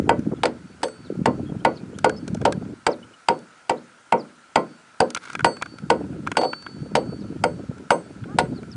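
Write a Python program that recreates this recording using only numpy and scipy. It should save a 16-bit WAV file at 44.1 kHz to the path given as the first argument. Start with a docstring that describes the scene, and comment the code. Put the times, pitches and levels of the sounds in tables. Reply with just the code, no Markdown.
"""A hatchet trims the end of a round pole in a log frame outdoors, some twenty light blows.
Struck wood and the steel head ring as sums of decaying modes; crack, splinters and thud are shaped noise.
Fingers tick and rustle on the plastic case of a small microphone by noise exciting its modes.
Gusts are lumpy low noise with short falling swings; sparrows chirp far off as gliding sines.
A faint squeak is three harmonics; still air is a bed of coloured noise."""
import sys
import numpy as np
from scipy import signal
from scipy.fft import rfft, irfft
from scipy.io import wavfile
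from scipy.ndimage import uniform_filter1d

SR = 44100
rng = np.random.default_rng(int(sys.argv[2]) if len(sys.argv) > 2 else 0)


def digitize_waveform(pressure):
    """Quantize a signal to 16-bit integers and store it at the path in sys.argv[1].

    Rows of a 2-D input are taken as channels; values are limited to [-1, 1].
    """
    field = np.atleast_2d(pressure).T
    bounded = np.clip(field, -1, 1)
    quanta = np.round(bounded * 32767).astype(np.int16)
    wavfile.write(sys.argv[1], SR, quanta)


N = 386316  # length in samples


def amp(db):
    """Decibel law: the amplitude gain of a level in dB."""
    return 10 ** (np.asarray(db) / 20)


def evened(x):
    """Power normalisation: scales a signal to rms 1."""
    return x / np.sqrt(np.mean(x ** 2) + 1e-20)


def peaked(x):
    """Peak normalisation: scales a signal to a highest magnitude of 1."""
    return x / np.abs(x).max()


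def read(points, hz):
    """Spectral interpolation: reads a table on a log-frequency axis."""
    f, value = np.transpose(points)
    return np.interp(np.log(hz + 1), np.log(f + 1), value)


def add(mix, s, sound):
    """Superposition: adds a sound to the mix at a time in seconds."""
    part = mix[round(s * SR):][:len(sound)]
    part += sound[:len(part)]


def coloured(x, points):
    """Linear filtering: weights the spectrum by a table of levels in dB."""
    gain = amp(read(points, np.fft.rfftfreq(len(x), 1 / SR)))
    return irfft(rfft(x) * gain, len(x))


def decaying(noise, t60_points):
    """Frequency-dependent damping: each band of the noise dies at its own rate."""
    hz, t, z = signal.stft(noise, SR, nperseg=256)
    t60 = read(t60_points, hz)[:, None]
    return signal.istft(z * amp(-60 * t / t60), SR, nperseg=256)[1]


def ringing(hz, db, t60, t, turn=-1):
    """Modal superposition: dying sines; with turn -1 neighbouring modes start in opposite directions."""
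    sign = turn ** np.arange(len(hz))[:, None]
    hz, db, t60 = (np.reshape(v, (-1, 1)) for v in (hz, db, t60))
    envelope = amp(db - 60 * t / np.maximum(t60, .004))
    return (sign * envelope * np.sin(2 * np.pi * hz * t)).sum(0)


# bending modes of pole and frame before each blow's detuning: pitch_hz
POLE_PITCHES = [240, 321, 433, 462, 501, 530, 580, 606, 695, 743, 800, 880, 931, 995, 1045, 1160, 1332,
                1465, 1615, 1828, 1979, 2126, 2290, 2515, 2820, 3000, 3170]
# the same modes in the same order, before each blow's tilt and spread: level_db, decay_t60_s
POLE_MODES = [(-14.5, 0.27), (-14, 0.29), (-11, 0.24), (-0.5, 0.12), (0.5, 0.15), (-0.5, 0.15), (-4, 0.19),
              (-7, 0.12), (-10, 0.12), (-0.5, 0.11), (3, 0.015), (7.5, 0.032), (9.5, 0.079), (-30, 0.047),
              (-6, 0.15), (-6.5, 0.057), (-5.5, 0.094), (6, 0.091), (-36.5, 0.062), (-16, 0.025),
              (3.5, 0.087), (10, 0.03), (-1, 0.11), (2.5, 0.068), (17, 0.019), (-22.5, 0.065),
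              (16.5, 0.027)]
REBOUND_S, REBOUND_SHARE, REBOUND_PUSH_S = .014, 0.89, .0003  # the pole lands again in its joint


def pole(low_db, high_db, grit, spot_db, detune):
    """Impulse excitation of bending modes: the bite, then the landing, sets pole and frame ringing."""
    t = np.arange(SR // 2) / SR
    short = t[:4096]
    hz, (mode_db, t60) = np.array(POLE_PITCHES), np.transpose(POLE_MODES)
    tilt_db = np.interp(np.log(hz), np.log([450, 800, 1300]), [low_db, 0, high_db])
    contact = np.exp(-((short - .001) / 0.00014) ** 2)
    tearing_fibres = 0.027 * grit * np.exp(-short / 0.0041)
    # wood on wood is a slower push than the bite
    landing_s = REBOUND_S * (1 + 0.079 * detune[-1])
    landing = REBOUND_SHARE * np.exp(-((short - landing_s) / REBOUND_PUSH_S) ** 2)
    modes = ringing(hz * (1 + 0.0061 * detune), mode_db + tilt_db + 2.4 * spot_db, t60, t)
    return peaked(signal.fftconvolve(contact + tearing_fibres + landing, modes))


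def first_knock(detune):
    """Heavily damped oscillation: the first wave through the cut end dies within a few swings."""
    t = np.arange(4096) / SR
    wave = t / 0.0016
    hz = 800 * (1 + 0.047 * detune)
    return wave ** 2 * np.exp(2 - 2 * wave) * np.sin(2 * np.pi * hz * t)


# spectrum of the cracking wood: band_hz, density_db (dB per Hz)
CRACK_SPECTRUM = [(880, -6.5), (1500, -6), (4020, -27.5), (4760, -10), (5540, -31.5), (8150, -19),
                  (10200, -33.5), (13300, -70), (22000, -120)]


def crack(hiss):
    """Broadband fracture noise: coloured noise with a short rise and exponential decay."""
    t = np.arange(4096) / SR
    return evened(coloured(hiss, CRACK_SPECTRUM)) * np.exp(-t / 0.0036) * np.minimum(t / 0.0015, 1)


def splinters(snaps, chatter):
    """Amplitude-modulated noise: splinters part in uneven bursts."""
    bursts = amp(5.6 * evened(uniform_filter1d(chatter, size=80)))
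    spectrum = [(700, -19), (1500, -7.5), (3200, -8), (5000, -15.5), (10000, -29.0)]  # Hz, dB
    return evened(coloured(snaps * bursts, spectrum)) * np.exp(-np.arange(4096) / SR / 0.0084)


# modes of the steel head, before a further one-second fade: pitch_hz, decay_t60_s
STEEL_MODES = [(4498, 1.6), (4504.5, 1.6), (6308, .25), (8091, .45), (8400, .3), (9770, .2)]
# each steel mode relative to the steel level of its blow: level_db
STEEL_LEVELS = [4.5, -16, -8, -3.5, -12, -12.5]
PING_DB, PING_S = 9.5, 0.056  # the ring starts louder and sinks while the edge sits in the wood
SWING_DB, SWING_S = 3, .09  # the ring wavers as the head turns in the air: spread and spacing


def steel_head(lowest_db, higher_db):
    """Lightly damped modes: the head rings on, and its close lowest pair beats."""
    t = np.arange(SR) / SR
    hz, t60 = np.transpose(STEEL_MODES)
    mode_db = np.where(hz < 5000, lowest_db, higher_db) + STEEL_LEVELS
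    ring = ringing(hz, mode_db, t60, t, turn=1) * (1 - t)
    ping_db = PING_DB * np.exp(-t / PING_S)
    swing_db = SWING_DB * np.interp(t, np.arange(40) * SWING_S, rng.standard_normal(40))
    return ring * amp(ping_db + swing_db)


# spectrum of frame and ground: band_hz, density_db (dB per Hz)
THUD_SPECTRUM = [(45, -53), (90, -29), (170, -9.5), (300, -2.5), (500, 2), (800, -5.5), (1500, -15),
                 (3000, -63.5)]
# its damping: band_hz, decay_t60_s
THUD_DECAY = [(150, 0.6), (400, 0.21), (1000, 0.22), (3000, 0.033)]


def thud():
    """Frequency-dependent damping: the loose frame shudders as noise whose treble dies first."""
    x = coloured(decaying(rng.standard_normal(SR // 2), THUD_DECAY), THUD_SPECTRUM)
    rise = np.minimum(np.arange(len(x)) / SR / 0.015, 1)
    return peaked(x * rise * np.linspace(1, 0, len(x)))


KNOCK_DB, THUD_DB = 5, -5  # relative to the ring of the pole
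KNOCK_DELAY_S = 0.001593


def blow(db, low_db, high_db, crack_db, splinters_db, steel_db, upper_db):
    """Impact superposition: the edge bites, the pole jumps and lands in its joint, the head rings."""
    grit, hiss, snaps, chatter = rng.standard_normal((4, 4096))
    # each spot on the pole favours other modes
    spot_db, detune = rng.standard_normal((2, len(POLE_PITCHES)))
    out = steel_head(steel_db, upper_db)
    add(out, 0, pole(low_db, high_db, grit, spot_db, detune))
    add(out, KNOCK_DELAY_S, amp(KNOCK_DB) * first_knock(detune[0]))
    add(out, 0, amp(THUD_DB) * thud())
    add(out, 0, amp(crack_db) * crack(hiss) + amp(splinters_db) * splinters(snaps, chatter))
    return amp(db) * out


# modes of the plastic case: pitch_hz, level_db, decay_t60_s
CASE_MODES = [(1440, 4, 0.015), (1620, -5, 0.029), (2286, -2.5, 0.0077), (3470, -19.5, 0.023)]
SCRAPE_S = 0.0032  # decay time constant


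def tick(db, treble_db):
    """Noise-excited resonance: a short scrape rings the case; its edge is a bright snap."""
    t = np.arange(3000) / SR
    scrape = rng.standard_normal((2, len(t))) * np.exp(-t / SCRAPE_S) * np.minimum(t / 0.0019, 1)
    body = signal.fftconvolve(scrape[0], ringing(*np.transpose(CASE_MODES), t))[:len(t)]
    rasp = coloured(scrape[0], [(400, -38), (1000, 1), (2000, 1.5), (4000, -36)])
    snap = coloured(scrape[1], [(1500, -26.0), (3000, -5.5), (6000, -2), (10000, -9.0)])
    snap = snap * np.exp(-t / 0.0095)
    return amp(db) * (peaked(body) + 0.22 * peaked(rasp) + amp(treble_db) * peaked(snap))


# blows; levels after the first are relative to it:
# start_s, level_db, low_modes_db, high_modes_db, crack_db, splinters_db, lowest_steel_db, higher_steel_db
HATCHET_BLOWS = [(0.093, -4, 2, 2.5, -2.5, -31, -69, -64), (0.435, -9, 12, 1, -2.5, -9, -46, -60),
                 (0.456, -16, 5, 6, 6.5, -4.5, -37.5, -44), (0.832, -14, 11, -22, 6.5, -4.5, -40, -26),
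                 (1.258, -6.5, 4, 1.5, 1.5, -19, -56, -55), (1.65, -4.5, 1.5, 0.5, -5.5, -19, -57, -63),
                 (2.045, -3.5, 7, 4.5, -0.5, -18, -51, -68), (2.453, -3.5, 5, -8, -5.5, -12.5, -61, -56),
                 (2.867, -6, 4.5, 1.5, 4, -16.5, -65, -53), (3.286, -6.5, -5.5, 0, 0, -15, -53, -43.5),
                 (3.696, -8, -1.5, -0.6, -0.5, -11.5, -62, -58), (4.124, -4.5, -7, -2, -7, -28, -62, -64),
                 (4.558, -3, -12.5, 0, -3, -22, -57, -47), (5.004, -4.5, 1.5, -14, 2.2, -14, -55, -44),
                 (5.446, -4.5, 1.5, 1.5, 3, -13.5, -40.5, -33.5),
                 (5.902, -4, 7.5, 1.5, -3.5, -16.5, -61, -44), (6.37, -7.5, -1, -3, 2.5, -8, -28.5, -31),
                 (6.414, -14, -9, -29, -40, -12.5, -69, -58),
                 (6.434, -10.5, -13, -36, -14, -15.5, -37, -50), (6.953, -7, 1.5, -14, 1, -7, -42, -38.5),
                 (7.439, -8, 9, 6, 2.5, -39, -52, -39), (7.906, -4.5, -3.5, -4, -1.2, -15, -53, -31),
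                 (8.387, -8.5, -3, -2.5, 8, -4.5, -53, -37)]
TOUCH_S, TOUCH_DB = 0.0018, -16.5  # lead before the blow, level relative to it


def chopping():
    """Event sequence: each blow follows a small tick as the edge grazes the bark."""
    chops = np.zeros(N)
    for s, *row in HATCHET_BLOWS:
        start = s - .001  # the contact peaks 1 ms into the blow
        add(chops, start, blow(*row))
        add(chops, start - TOUCH_S, tick(row[0] + TOUCH_DB, -13.5))
    return chops


def yard(x):
    """Convolution with scattered reflections: random echoes off ground and timber, soon gone."""
    taps = np.zeros(SR // 2)
    at = np.arange(200, len(taps) - 20, 20) + rng.integers(0, 20, (len(taps) - 201) // 20)
    taps[at] = rng.choice([-1., 1.], len(at))
    t60_points = [(60, 0.095), (200, 0.73), (500, 0.058), (1500, 0.22), (4000, 0.18), (9000, 0.059)]  # Hz, s
    tail = decaying(taps, t60_points)
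    return signal.fftconvolve(x, tail / np.linalg.norm(tail))[:N]


def by_chance(per_s, count=400):
    """Poisson process: random moments, each with two normal draws."""
    gaps = rng.exponential(1, (count, 1)) / per_s
    rows = np.hstack([np.cumsum(gaps, axis=0), rng.standard_normal((count, 2))])
    return rows[rows[:, 0] < N / SR]


def sequence(rows, sound):
    """Event sequence: plays one sound per table row at its start."""
    out = np.zeros(N)
    for s, *row in rows:
        add(out, s, sound(*row))
    return out


FAINT_TICKS_PER_S, FAINT_TICK_DB = 1.5, -38  # mean rate and mean level


def faint_tick(size, bright):
    """Random excitation: a weak tick of chance level and brightness."""
    return tick(FAINT_TICK_DB + 3 * size, -12 + 8 * bright)


# fingers slide on the case; envelope before body and snaps are summed: start_s, level_db
RUSTLE_ENVELOPE = [(5.18, -78), (5.22, -42.5), (5.3, -39), (5.345, -48), (5.37, -83)]


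def rustle():
    """Stochastic excitation: dense tiny snaps, partly ringing the case."""
    s, db = np.transpose(RUSTLE_ENVELOPE)
    t = np.arange(s[0], s[-1], 1 / SR)
    heights = rng.standard_normal(len(t)) * amp(3.9 * rng.exponential(1, len(t)))
    snaps = heights * (rng.random(len(t)) < 2500 / SR)  # 2500 snaps a second on average
    body = signal.fftconvolve(snaps, ringing(*np.transpose(CASE_MODES), t[:2000] - t[0]))[:len(t)]
    bright = coloured(snaps, [(600, -26), (2500, -2), (10000, -18)])
    return amp(np.interp(t, s, db)) * (evened(body) + 0.76 * evened(bright))


# strength of the wind: start_s, level_db
GUST_LEVELS = [(0.0, -21), (0.34, -30), (0.54, -37.5), (0.9, -47), (1.08, -37.5), (1.27, -24), (1.49, -28),
               (1.8, -38.5), (2.46, -25), (2.72, -36), (2.82, -52.5), (3.05, -46), (3.2, -65.5),
               (5.25, -61.5), (5.38, -34), (5.56, -50), (5.76, -40), (6.03, -28), (6.27, -29.5),
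               (6.54, -54), (6.8, -34), (6.95, -34), (7.56, -28.5), (7.76, -38), (7.95, -46.5), (8.42, -27),
               (8.76, -36.5)]
# spectrum of the wind before its reach is scaled: band_hz, density_db (dB per Hz)
WIND_SPECTRUM = [(15, -37.5), (25, -24.5), (76, -9), (189, -6), (284, -7.5), (447, -18.5), (560, -23.5),
                 (762, -34), (1200, -52), (1560, -77), (2640, -120)]
REACH = 0.9  # factor on the spectrum's frequencies, before the lumps vary it


def wind():
    """Turbulent pressure noise on the microphone: low noise in lumps; strong lumps reach higher."""
    frames, hz = N // 128 + 5, np.fft.rfftfreq(512, 1 / SR)[:, None]
    a, b = rng.standard_normal((frames, 257, 2)).T
    lumps = uniform_filter1d(uniform_filter1d(rng.standard_normal(frames), size=3), size=3)
    lumps = evened(lumps)
    reach = REACH * amp(2.2 * lumps)
    # only the change of spectrum here; the spectrum itself is applied finely below
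    shift = amp(read(WIND_SPECTRUM, hz / reach) - read(WIND_SPECTRUM, hz))
    z = (a + 1j * b) * shift * amp(1.32 * lumps)
    noise = signal.istft(z, nperseg=512, noverlap=384)[1][:N]
    gust_db = np.interp(np.arange(N) / SR, *np.transpose(GUST_LEVELS))
    return evened(coloured(noise, WIND_SPECTRUM)) * amp(gust_db)


def buffet(db, hz, turns=1.2):
    """Vortex impact: an eddy slaps the membrane in a couple of swings, falling in pitch."""
    u = np.arange(2000) / SR * hz / turns
    phase = 2 * np.pi * (turns * u ** 0.957 + rng.random())
    return amp(db) * u ** 2 * np.exp(1 - u ** 2) * np.sin(phase)


# mean rate, mean level over the gust, median nominal pitch
SMALL_BUFFETS_PER_S, SMALL_BUFFET_DB, SMALL_BUFFET_HZ = 22, 6.5, 240


def small_buffets():
    """Poisson process: small slaps come by chance, their level following the gusts."""
    out = np.zeros(N)
    for s, size, pitch in by_chance(SMALL_BUFFETS_PER_S):
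        gust_db = np.interp(s, *np.transpose(GUST_LEVELS))
        add(out, s, buffet(gust_db + SMALL_BUFFET_DB + 3 * size, SMALL_BUFFET_HZ * 1.4 ** pitch))
    return out


def chirp(length, start_hz, end_hz, db):
    """Frequency modulation: a gliding whistle whose level wavers with distance."""
    u = np.linspace(0, 1, round(length * SR))
    hz = start_hz * (end_hz / start_hz) ** u
    waver = 1 + 0.83 * evened(uniform_filter1d(rng.standard_normal(4096), size=150))[:len(u)]
    return amp(db) * np.sin(2 * np.pi * np.cumsum(hz) / SR) * np.sin(np.pi * u) * waver


# the squeak's unsounded fundamental and its level before the overtone weights: start_s, pitch_hz, level_db
SQUEAK_GLIDE = [(8.268, 343, -62), (8.29, 368, -44), (8.32, 404, -43), (8.35, 423, -45)]


def squeak():
    """Harmonic series: a faint rising squeak of harmonics two to four."""
    s, hz, db = np.transpose(SQUEAK_GLIDE)
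    t = np.arange(s[0], s[-1], 1 / SR)
    phase = 2 * np.pi * np.cumsum(np.interp(t, s, hz)) / SR
    overtones = .9 * np.sin(2 * phase) + 1.1 * np.sin(3 * phase) + .6 * np.sin(4 * phase)
    return amp(np.interp(t, s, db)) * overtones


# spectrum of the still air, relative: band_hz, density_db (dB per Hz)
AIR_SPECTRUM = [(24, -41), (40, -39), (116, -43), (189, -43.5), (354, -17.5), (1050, -12.5), (1150, -17),
                (1330, -3.5), (1830, -16.5), (2260, -17.5), (3430, -22.5), (4130, -23.5), (7370, -26),
                (10200, -28.5), (13300, -62), (22000, -120)]
AIR_DB = -49.5  # rms level


def air():
    """Coloured stationary noise: hiss and far rustle, with drifting patches in time and frequency."""
    frames, hz = N // 256 + 5, np.fft.rfftfreq(1024, 1 / SR)
    a, b, patches = rng.standard_normal((frames, 513, 3)).T
    patches = evened(uniform_filter1d(uniform_filter1d(patches, size=10, axis=0), size=6, axis=1))
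    z = (a + 1j * b) * amp(read(AIR_SPECTRUM, hz)[:, None] + 1.4 * patches)
    return evened(signal.istft(z, nperseg=1024, noverlap=768)[1][:N]) * amp(AIR_DB)


# finger ticks on the case and small chips: start_s, body_level_db, treble_db (relative to the body)
CASE_TICKS = [(0.192, -36, 0), (0.882, -28.5, -2), (1.986, -26.5, 7), (2.094, -14.5, -5.5), (2.278, -31, 9),
              (2.346, -36.5, 12.5), (2.414, -25.5, -4), (2.5228, -19, 2.5), (3.389, -46, 11),
              (5.103, -27, 8.5), (5.1473, -16, 8.5), (5.1621, -14.5, -33), (5.17, -16, -6),
              (5.252, -25, -6), (5.273, -28.5, -18), (5.299, -23, -7), (5.331, -24.5, -2),
              (5.351, -11.5, -11.5), (5.3916, -15, -16), (5.4048, -14.5, -17), (5.567, -27, -5),
              (5.613, -24, -27), (5.6217, -10.5, -6), (5.658, -23, -12), (5.784, -28.5, -0.5),
              (6.265, -22.5, -28), (6.2713, -10, -14.5), (6.3158, -13.5, -6.5), (6.352, -25, -35),
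              (6.5308, -13.5, -38), (6.623, -34, -1), (6.6635, -20.5, -31), (8.238, -29.5, -23),
              (8.63, -31.5, -11)]
# sparrow notes, level before the waver: start_s, length_s, start_pitch_hz, end_pitch_hz, level_db
SPARROW_NOTES = [(0.36, .03, 3500, 3300, -56), (1.038, 0.051, 4660, 3320, -51),
                 (1.451, 0.06, 3290, 3280, -50), (1.595, 0.023, 2900, 3400, -54),
                 (1.75, 0.043, 5600, 3600, -43), (1.76, 0.03, 2800, 3500, -58),
                 (1.784, .025, 5330, 3940, -53), (1.79, 0.045, 2500, 2380, -59),
                 (1.936, .03, 2800, 3500, -51), (2.161, 0.033, 5150, 5200, -43),
                 (2.903, 0.047, 6350, 3440, -41), (3.025, 0.021, 2940, 3030, -44),
                 (3.13, 0.026, 2970, 2900, -47), (3.769, 0.02, 3630, 4540, -49),
                 (4.172, 0.063, 6270, 3800, -46), (5.169, 0.012, 4330, 3540, -31.5),
                 (7.197, 0.039, 5830, 3500, -47.5), (8.546, 0.06, 4900, 3800, -48.5),
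                 (8.703, 0.047, 6330, 3820, -45.5)]
# the hardest single buffets: start_s, level_db, pitch_hz (nominal)
HARD_BUFFETS = [(0.189, -8, 260), (0.27, -6.5, 258), (0.319, -15.5, 224), (1.101, -12, 420),
                (1.122, -17.5, 323), (1.169, -16.5, 178), (1.189, -11.5, 266), (1.212, -9, 193),
                (1.288, -13, 171), (1.399, -14.5, 208), (1.429, -17, 300), (1.561, -14, 189),
                (1.83, -19.5, 219), (2.297, -18, 176), (2.326, -12.5, 176), (2.544, -18, 171),
                (2.572, -13, 181), (2.63, -18.5, 214), (2.733, -22, 312), (5.421, -19, 143),
                (5.833, -17.5, 192), (6.742, -24, 209), (6.814, -17, 158), (7.086, -16, 185),
                (7.301, -19, 280), (7.69, -14.5, 183), (8.225, -19, 169), (8.343, -15.5, 257),
                (8.519, -18.5, 252)]


def scene():
    """Superposition: blows with their echoes, case noises, birds, wind, squeak and air."""
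    chops = chopping()
    small = sequence(CASE_TICKS, tick)
    small += sequence(SPARROW_NOTES, chirp)
    small += sequence(HARD_BUFFETS, buffet)
    add(small, RUSTLE_ENVELOPE[0][0], rustle())
    add(small, SQUEAK_GLIDE[0][0], squeak())
    steady = amp(-22) * yard(chops) + wind() + air()
    small += small_buffets()
    small += sequence(by_chance(FAINT_TICKS_PER_S), faint_tick)
    return (chops + small + steady)[None]


CEILING = .74  # amplitude the overload approaches, before the filters
EDGE_HZ = 10150  # upper band limit


def record(dry, gain_db=-3.5):
    """Saturation and band limiting: the highest peaks overload, then bass and top are cut."""
    drive = amp(gain_db) * dry / CEILING
    squeezed = CEILING * drive / (1 + drive ** 4) ** .25
    lean = signal.sosfilt(signal.butter(2, 75, "high", fs=SR, output="sos"), squeezed)
    low_pass = signal.firwin(511, EDGE_HZ, window=("kaiser", 9), fs=SR)
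    return signal.oaconvolve(lean, low_pass[None], "same")


dry = scene()
out = record(dry)
digitize_waveform(out)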